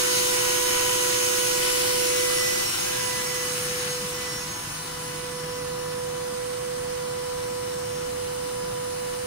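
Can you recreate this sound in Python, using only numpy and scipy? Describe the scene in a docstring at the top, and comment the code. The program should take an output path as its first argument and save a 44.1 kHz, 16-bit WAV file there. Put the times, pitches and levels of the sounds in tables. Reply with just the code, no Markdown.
"""Milling spindle under flood coolant

A spindle runs at a steady high speed in a steel enclosure: its motor hums, its inverter whistles, chips
ring the end mill, and the tool tears the coolant into a hiss. Fans and a pump run alongside. The
microphone is carried from the open door round to the control panel: the enclosure shields the hiss,
the workshop rumble grows, and tones swell and fade in the standing waves."""
import sys
import numpy as np
from scipy import signal
from scipy.io import wavfile
from scipy.ndimage import uniform_filter1d

SR = 44100
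rng = np.random.default_rng(int(sys.argv[2]) if len(sys.argv) > 2 else 0)


def bounce(signal):
    """Save signal as a 16-bit WAV file at the path given by the first command-line argument."""
    frames = np.transpose(np.atleast_2d(signal))
    limited = np.clip(frames, -1, 1)
    pcm = np.round(limited * 32767).astype(np.int16)
    wavfile.write(sys.argv[1], SR, pcm)


N = 408366
TIME = np.arange(N) / SR
FRAME_S = np.arange(N // 512 + 5) * 512 / SR
BIN_HZ = np.fft.rfftfreq(2048, 1 / SR)
MOTOR_HZ, SOUND_M_PER_S = 495.4, 343

# the microphone's walk: (time [s], speed [m/s])
WALK = [(0, 0.016), (1.4, 0.03), (2.0, 0.2), (2.8, 0.34), (4.0, 0.34), (5.0, 0.27), (5.8, 0.142),
        (6.5, 0.035), (9.26, 0.022)]
# shielding by the enclosure: (time [s], shielding [about 0 at the door, 1 at the panel])
SHIELD = [(0, -0.024), (2.1, 0.022), (2.6, 0.094), (3.1, 0.3), (3.6, 0.34), (4.5, 0.67), (5.6, 0.94),
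          (6.2, 0.98), (9.26, 0.97)]
# effect of full shielding: (frequency [Hz], gain [dB])
SHIELD_LOSS = [(100, -15), (550, -1.5), (1200, -9.5), (1800, -11.5), (2550, -14), (3400, -13), (5000, -13),
               (6800, -15), (10300, -15), (15400, -16)]
# likeness of the two channels: (frequency [Hz], correlation [-1..1])
COHERENCE = [(130, 1), (190, .97), (300, .8), (370, .6), (430, 0), (540, -.65), (700, -.45), (850, .2),
             (1300, .3), (2000, 0), (15000, 0)]
# stereo balance: (frequency [Hz], left over right [dB])
BALANCE = [(300, 1), (600, -2), (900, -1), (1300, 4), (2200, 1), (5000, 0), (6500, 0), (8000, -0.5),
           (15000, -2.5)]


def amp(db):
    """Amplitude ratio of a level in decibels."""
    return 10 ** (np.asarray(db) / 20)


def curve(rows):
    """Linear interpolation of each column of a time table at the frames."""
    times, *columns = np.transpose(rows)
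    return np.squeeze([np.interp(FRAME_S, times, column) for column in columns])


def spectrum(points, hz):
    """Linear interpolation over log frequency."""
    freqs, values = np.transpose(points)
    return np.interp(np.log(hz + 1), np.log(freqs + 1), values)


def bell(x, centre, width):
    """A Gaussian hump of height 1."""
    return np.exp(-((x - centre) / width) ** 2 / 2)


def swells(rows):
    """Gaussian boosts in time and log frequency, in dB."""
    octave = np.log2(BIN_HZ + 1)
    return sum(db * bell(FRAME_S[:, None], s, length) * bell(octave, np.log2(hz), width)
               for s, length, hz, width, db in rows)


def drift(shape, size):
    """Low-passed Gaussian noise of unit variance."""
    smooth = uniform_filter1d(uniform_filter1d(rng.standard_normal(shape), size, 0), size, 0)
    return smooth / smooth.std()


def pan(balance_db):
    """Left and right gains for a level difference."""
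    return np.array([amp(balance_db / 2), amp(-balance_db / 2)])


def door_to_panel(door, panel):
    """A crossfade that follows the shielding."""
    return door + (panel - door) * curve(SHIELD)


def in_hall(clear_shield=0.38):
    """How far the microphone has left the door for the hall, 0-1."""
    return np.clip(curve(SHIELD) / clear_shield, 0, 1)


def metres_walked():
    """Distance as the integral of speed."""
    return np.cumsum(curve(WALK)) * FRAME_S[1]


def standing_wave(hz, count=10):
    """Interference of Doppler-shifted echoes from all sides: a complex gain with softened peaks."""
    cosine, phase = rng.uniform(-1, 1, (2, count, 1))
    wavelengths = metres_walked() * hz / SOUND_M_PER_S
    field = np.exp(2j * np.pi * (cosine * wavelengths + phase)).sum(0)
    return field / np.sqrt((np.mean(abs(field) ** 2) + abs(field) ** 2) / 2)


def fading(hz, full_speed=0.23):
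    """Multipath fading: crossing standing waves bends pitch and dips level, more so at speed."""
    field = standing_wave(hz, count=3)
    height = abs(field) / np.sqrt(uniform_filter1d(abs(field) ** 2, 50) + 1e-9)
    moving = np.clip(curve(WALK) / full_speed, 0, 1)
    return (1 + moving * (height - 1)) * np.exp(1j * np.angle(field))


def cohere(hz, left, independent):
    """Partial coherence: the right channel mixes the left with an independent signal."""
    coherence = np.clip(spectrum(COHERENCE, hz), -1, 1)
    return np.array([left, coherence * left + np.sqrt(1 - coherence ** 2) * independent])


def diffuse(hz):
    """A tone's gains at two spaced points of a diffuse field."""
    return cohere(hz, standing_wave(hz), standing_wave(hz))


def with_echoes(hz, direct, balance_db, echo_db):
    """Wall echoes interfere with a panned tone, so it wanders; dB pairs are (door, panel)."""
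    ratio = amp(door_to_panel(*balance_db))
    side = direct * (ratio - 1) / (ratio + 1) + amp(door_to_panel(*echo_db)) * fading(hz)
    return np.array([direct + side, direct - side])


def tone(hz, gains, flutter):
    """A stereo sine with complex rms gains, randomly modulated in amplitude and phase."""
    shake = drift((len(FRAME_S), 4), size=3).T
    gains = gains * (1 + flutter * (shake[:2] + 1j * shake[2:]))
    carrier = np.sqrt(2) * np.exp(2j * np.pi * hz * TIME)
    return np.array([(np.interp(TIME, FRAME_S, gain) * carrier).real for gain in gains])


def noise(density_db):
    """Partly coherent stereo noise, shaped by a spectral density over frames and bins."""
    a, b, c, d = rng.standard_normal((4, len(FRAME_S), len(BIN_HZ)))
    spectra = cohere(BIN_HZ, a + 1j * b, c + 1j * d)
    spectra *= amp(density_db) * pan(spectrum(BALANCE, BIN_HZ))[:, None]
    per_hz = np.sqrt(1.5 * SR / 2048)
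    return per_hz * signal.istft(spectra.swapaxes(1, 2), nperseg=2048, noverlap=1536)[1][:, :N]


def motor_hum():
    """Magnetic forces make the motor hum; the level dips at the nodes of its standing wave."""
    # hum along the walk: (time [s], level [dB], left over right [dB], left phase lead [rad])
    path = [(0, -30.5, -7.5, -2), (1.6, -29.5, -6.5, -2), (2.2, -26.5, -5, -2), (2.75, -28.5, -2, -3),
            (3.15, -34.5, -5.5, -1.8), (3.95, -32.5, -5, .3), (5.2, -37.5, -15, 0.7),
            (5.7, -31.5, -7, -2.0), (9.26, -32, -6, -2.5)]
    # nodes crossed: (time [s], half width [s], depth [dB])
    nodes = [(2.73, 0.13, -16), (4.68, 0.72, -23.5)]
    db, balance_db, lead = curve(path)
    for s, width, depth_db in nodes:
        offset = ((FRAME_S - s) / width) ** 2
        db = db + 10 * np.log10((offset + amp(depth_db) ** 2) / (offset + 1))
    left, right = amp(db) * pan(balance_db)
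    return tone(MOTOR_HZ, np.array([left * np.exp(1j * lead), right]), flutter=0.028)


def motor_harmonics(gain_db=0.04):
    """Harmonics at whole multiples of the hum, each interfering with its wall echoes."""
    # each harmonic along the walk: (time [s], level [dB])
    second = [(0.0, -42.5), (0.9, -36), (1.34, -44.0), (1.64, -40.5), (2.69, -51.5), (3.09, -39),
              (3.78, -59), (3.98, -49.5), (6.12, -45), (6.62, -54.0), (7.32, -45), (8.02, -52),
              (8.66, -45.5), (9.26, -50.5)]
    third = [(0.0, -46), (1.59, -44.5), (3.39, -60.0), (4.23, -53.5), (9.26, -64)]
    fourth = [(0, -55), (2.1, -49.5), (2.25, -39.5), (2.5, -38), (2.8, -55), (3.14, -41), (3.44, -42.5),
              (3.68, -64), (3.88, -47), (4.08, -57), (4.25, -43), (4.6, -60), (4.9, -52), (9.26, -61.5)]

    def harmonic(order, levels, balance_db, echo_db):
        hz, direct = order * MOTOR_HZ, amp(gain_db + curve(levels))
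        return tone(hz, with_echoes(hz, direct, balance_db, echo_db), flutter=0.16)

    return (harmonic(2, second, balance_db=(2.5, 5.5), echo_db=(-43.5, -53.5))
            + harmonic(3, third, balance_db=(-3, -1), echo_db=(-42, -68))
            + harmonic(4, fourth, balance_db=(-14, 4), echo_db=(-37.5, -58)))


def inverter_whistles(gain_db=0.4):
    """Short wavelengths set nodes close together, so the whistles fade many times along the walk."""
    # each whistle before fading: (time [s], level [dB])
    low = [(0, -48), (1.5, -47), (2.1, -40), (2.65, -37.5), (2.95, -50.5), (4.08, -50), (4.25, -42.5),
           (4.47, -44.5), (4.7, -58), (5.9, -51.5), (6.15, -68), (8.001, -51.5), (8.2, -70), (9.26, -60)]
    main = [(0.0, -35.5), (1.39, -36.5), (1.84, -47.5), (3.93, -40.5), (4.13, -55), (4.53, -41.0),
            (4.83, -55), (6.57, -57.5), (7.62, -62), (7.97, -52), (8.66, -77.0), (9.26, -56)]
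    high = [(0.0, -49), (2.69, -49), (2.99, -55.0), (3.19, -47), (5.08, -59), (5.33, -49.0), (5.73, -72),
            (6.32, -50.5), (9.26, -53.5)]
    top = [(0.0, -40), (2.39, -39), (2.54, -50), (3.09, -39.5), (3.34, -51.5), (3.68, -39.5), (4.18, -55),
           (4.53, -47), (8.07, -56.5), (8.26, -50), (9.26, -48.5)]
    thin = [(0.0, -47), (4.43, -63.0), (4.88, -58.5), (5.23, -67.0), (9.26, -60)]

    def whistle(hz, levels, balance_db, echo_db):
        direct = amp(gain_db + curve(levels)) * fading(hz)
        return tone(hz, with_echoes(hz, direct, balance_db, echo_db), flutter=0.16)

    return (whistle(5503.5, low, balance_db=(-2, -2), echo_db=(-40, -54))
            + whistle(6496, main, balance_db=(1, 0), echo_db=(-40, -56))
            + whistle(8479.6, high, balance_db=(3, -11), echo_db=(-42, -52))
            + whistle(9902, top, balance_db=(-9, -10), echo_db=(-44, -56))
            + whistle(15025, thin, balance_db=(1, -7), echo_db=(-47, -63)))


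def drive_tones(shaft_loss_db=-30):
    """Faint tones of the drives sink in the enclosure's acoustic shadow."""
    # weak motor orders and inverter sidebands at the door: (frequency [Hz], level [dB])
    overtones = [(1356, -52.5), (3521, -49), (3967, -46.5), (5455, -43.5), (5944, -47), (6446, -45),
                 (7488, -62), (7929, -72), (8382, -55), (8431, -45.5), (8528, -45), (8850, -52),
                 (8909, -43), (8974, -51), (9405, -54), (10398, -43), (11388, -50), (11967, -60),
                 (12048, -60), (14976, -55)]
    # shaft and axis drives at the door: (frequency [Hz], level [dB])
    shaft = [(312.2, -50), (364.1, -42.5), (382, -61), (470, -61.5), (716, -63.5)]
    shield, out = curve(SHIELD), 0
    for hz, db in overtones:
        gain = amp(db + shield * spectrum(SHIELD_LOSS, hz))
        sides = pan(spectrum(BALANCE, hz))[:, None]
        out += tone(hz, gain * diffuse(hz) * sides, flutter=0.13)
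    for hz, db in shaft:
        out += tone(hz, amp(db + shield * shaft_loss_db), flutter=0.2)
    return out


def fans(gain_db=-1):
    """Fans and pumps around the machine sound through the diffuse field, unshielded."""
    # their tones: (frequency [Hz], relative level [dB])
    partials = [(290, -62.5), (710.6, -52.5), (775.2, -58), (861.3, -55.5), (1067, -55.5), (1098, -54),
                (1144, -60), (1192, -59), (1243, -58)]
    return sum(tone(hz, amp(gain_db + db) * diffuse(hz), flutter=0.2) for hz, db in partials)


def pump(whirr_hz=340.4, drone_hz=154):
    """Two randomly modulated tones: a whirr loudest at the door, a drone swelling by the cabinet."""
    whirr_db = np.interp(in_hall(), (0, 1), (-48.5, -56))
    drone_db = np.interp(in_hall(), (0, 1), (-58, -53)) + 5 * bell(FRAME_S, centre=5.0, width=1.0)
    whirr = tone(whirr_hz, amp(whirr_db), flutter=0.42)
    drone = tone(drone_hz, amp(drone_db), flutter=0.4)[0]  # alike in both channels
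    return whirr + drone


def cutter(ring_hz=3000, half_width_hz=48, door_db=-40, panel_db=-55, crossfeed=0.16):
    """Resonance: chips tearing off the metal excite one bending mode of the end mill."""
    # brief swells and a dip in the ring's level: (time [s], width [s], gain [dB])
    level_changes = [(.85, 0.24, 4), (1.7, 0.086, 3), (2.6, 0.079, -1)]
    ring = noise(-20 * np.log10(1 + ((BIN_HZ - ring_hz) / half_width_hz) ** 2))
    ring = ring + crossfeed * ring[::-1]
    level_db = door_to_panel(door_db, panel_db)
    level_db += sum(db * bell(FRAME_S, s, width) for s, width, db in level_changes)
    return ring / ring.std() * amp(np.interp(TIME, FRAME_S, level_db)) * pan(balance_db=3)[:, None]


def coolant(door_width_hz=40, ripple_db=1.5, patch_db=1.0, surge_db=0.06, spatter_db=0.5):
    """Broadband hiss of spray torn up by the tool, comb-filtered by echoes off the steel walls."""
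    # spray at the door: (frequency [Hz], density [dB per Hz])
    spray = [(200, -93.5), (420, -76), (550, -72.5), (660, -73), (900, -71.5), (1300, -66.5), (1800, -68.5),
             (2550, -64.5), (3400, -68), (4400, -65.5), (8000, -68), (10300, -67.5), (13000, -75),
             (15500, -72.5)]
    # coolant flung off the tool: (time [s], width [s], centre [Hz], width [octaves], boost [dB])
    splashes = [(.14, 0.022, 4700, .2, 4), (.185, .015, 5500, 1, 3.5), (.71, 0.02, 2000, 0.21, 4),
                (.74, 0.078, 1100, .8, 0.5), (1.643, 0.053, 3000, 0.95, 1), (2.33, .07, 1200, 0.26, 1.5),
                (3.86, 0.036, 2000, .8, 3.5)]
    # hollow colour that rises as the door frame passes: (time [s], centre [Hz], boost [dB])
    door_colour = [(2.5, 1460, -2), (2.8, 1610, 4), (3.0, 1660, 10), (3.3, 1720, 6), (3.6, 1750, 7)]
    shadow_db = curve(SHIELD)[:, None] * spectrum(SHIELD_LOSS, BIN_HZ)
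    level = spectrum(spray, BIN_HZ) + shadow_db + swells(splashes)
    door_hz, door_db = curve(door_colour)[:, :, None]
    level += door_db * bell(BIN_HZ, door_hz, door_width_hz)
    # each echo's detour changes along the walk, shifting the comb
    metres = metres_walked()[:, None]
    echoes = rng.uniform((0.2, -1), (4, 1), (18, 2))
    comb = sum(np.cos(2 * np.pi * BIN_HZ * (detour + cosine * metres) / SOUND_M_PER_S)
               for detour, cosine in echoes)
    level += ripple_db * comb / comb.std()
    patches = uniform_filter1d(drift(level.shape, size=4), size=40, axis=1)
    level += patch_db * patches / patches.std()  # bands flicker
    level += surge_db * drift((len(FRAME_S), 1), size=6)  # the jet surges
    return noise(level) * amp(spatter_db * drift(N, size=220))  # drops hit the tool in clumps


def rumble(drift_db=1.0):
    """Ambient hall noise opens up away from the door; handling the microphone adds two low bumps."""
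    # rumble at either place: (frequency [Hz], density [dB per Hz])
    at_door = [(10, -89), (25, -61), (45, -70.5), (80, -89), (115, -58.5), (140, -71.5), (198, -69.5),
               (225, -72), (260, -71), (450, -76.5), (1200, -103), (8000, -115)]
    at_panel = [(10, -104), (25, -85), (45, -69.5), (80, -72), (115, -64), (155, -67.5), (210, -70),
                (350, -73), (650, -83.5), (1300, -75), (8000, -110)]
    # two handling bumps, then swells: (time [s], width [s], centre [Hz], width [octaves], boost [dB])
    boosts = [(.75, 0.089, 35, 0.66, 7), (2.3, 0.055, 35, .5, 6), (4.07, 0.13, 193, 0.07, 8),
              (7.95, .2, 79.9, 0.33, 4.5), (8.75, 0.16, 135.7, .2, 6)]
    hall = in_hall()[:, None]
    level = (1 - hall) * spectrum(at_door, BIN_HZ) + hall * spectrum(at_panel, BIN_HZ)
    return noise(level + swells(boosts) + drift_db * drift(level.shape, size=10))


def scene():
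    """Superposition of machine tones, spray and rumble."""
    tones = motor_hum() + motor_harmonics() + inverter_whistles() + drive_tones() + fans() + pump()
    return tones + cutter() + coolant() + rumble()


def record(dry):
    """Band limiting by a steep low-pass filter."""
    lowpass = signal.firwin(1023, cutoff=15740, window=("kaiser", 9), fs=SR)
    return signal.oaconvolve(dry, lowpass[None], "same")


dry = scene()
out = record(dry)
bounce(out)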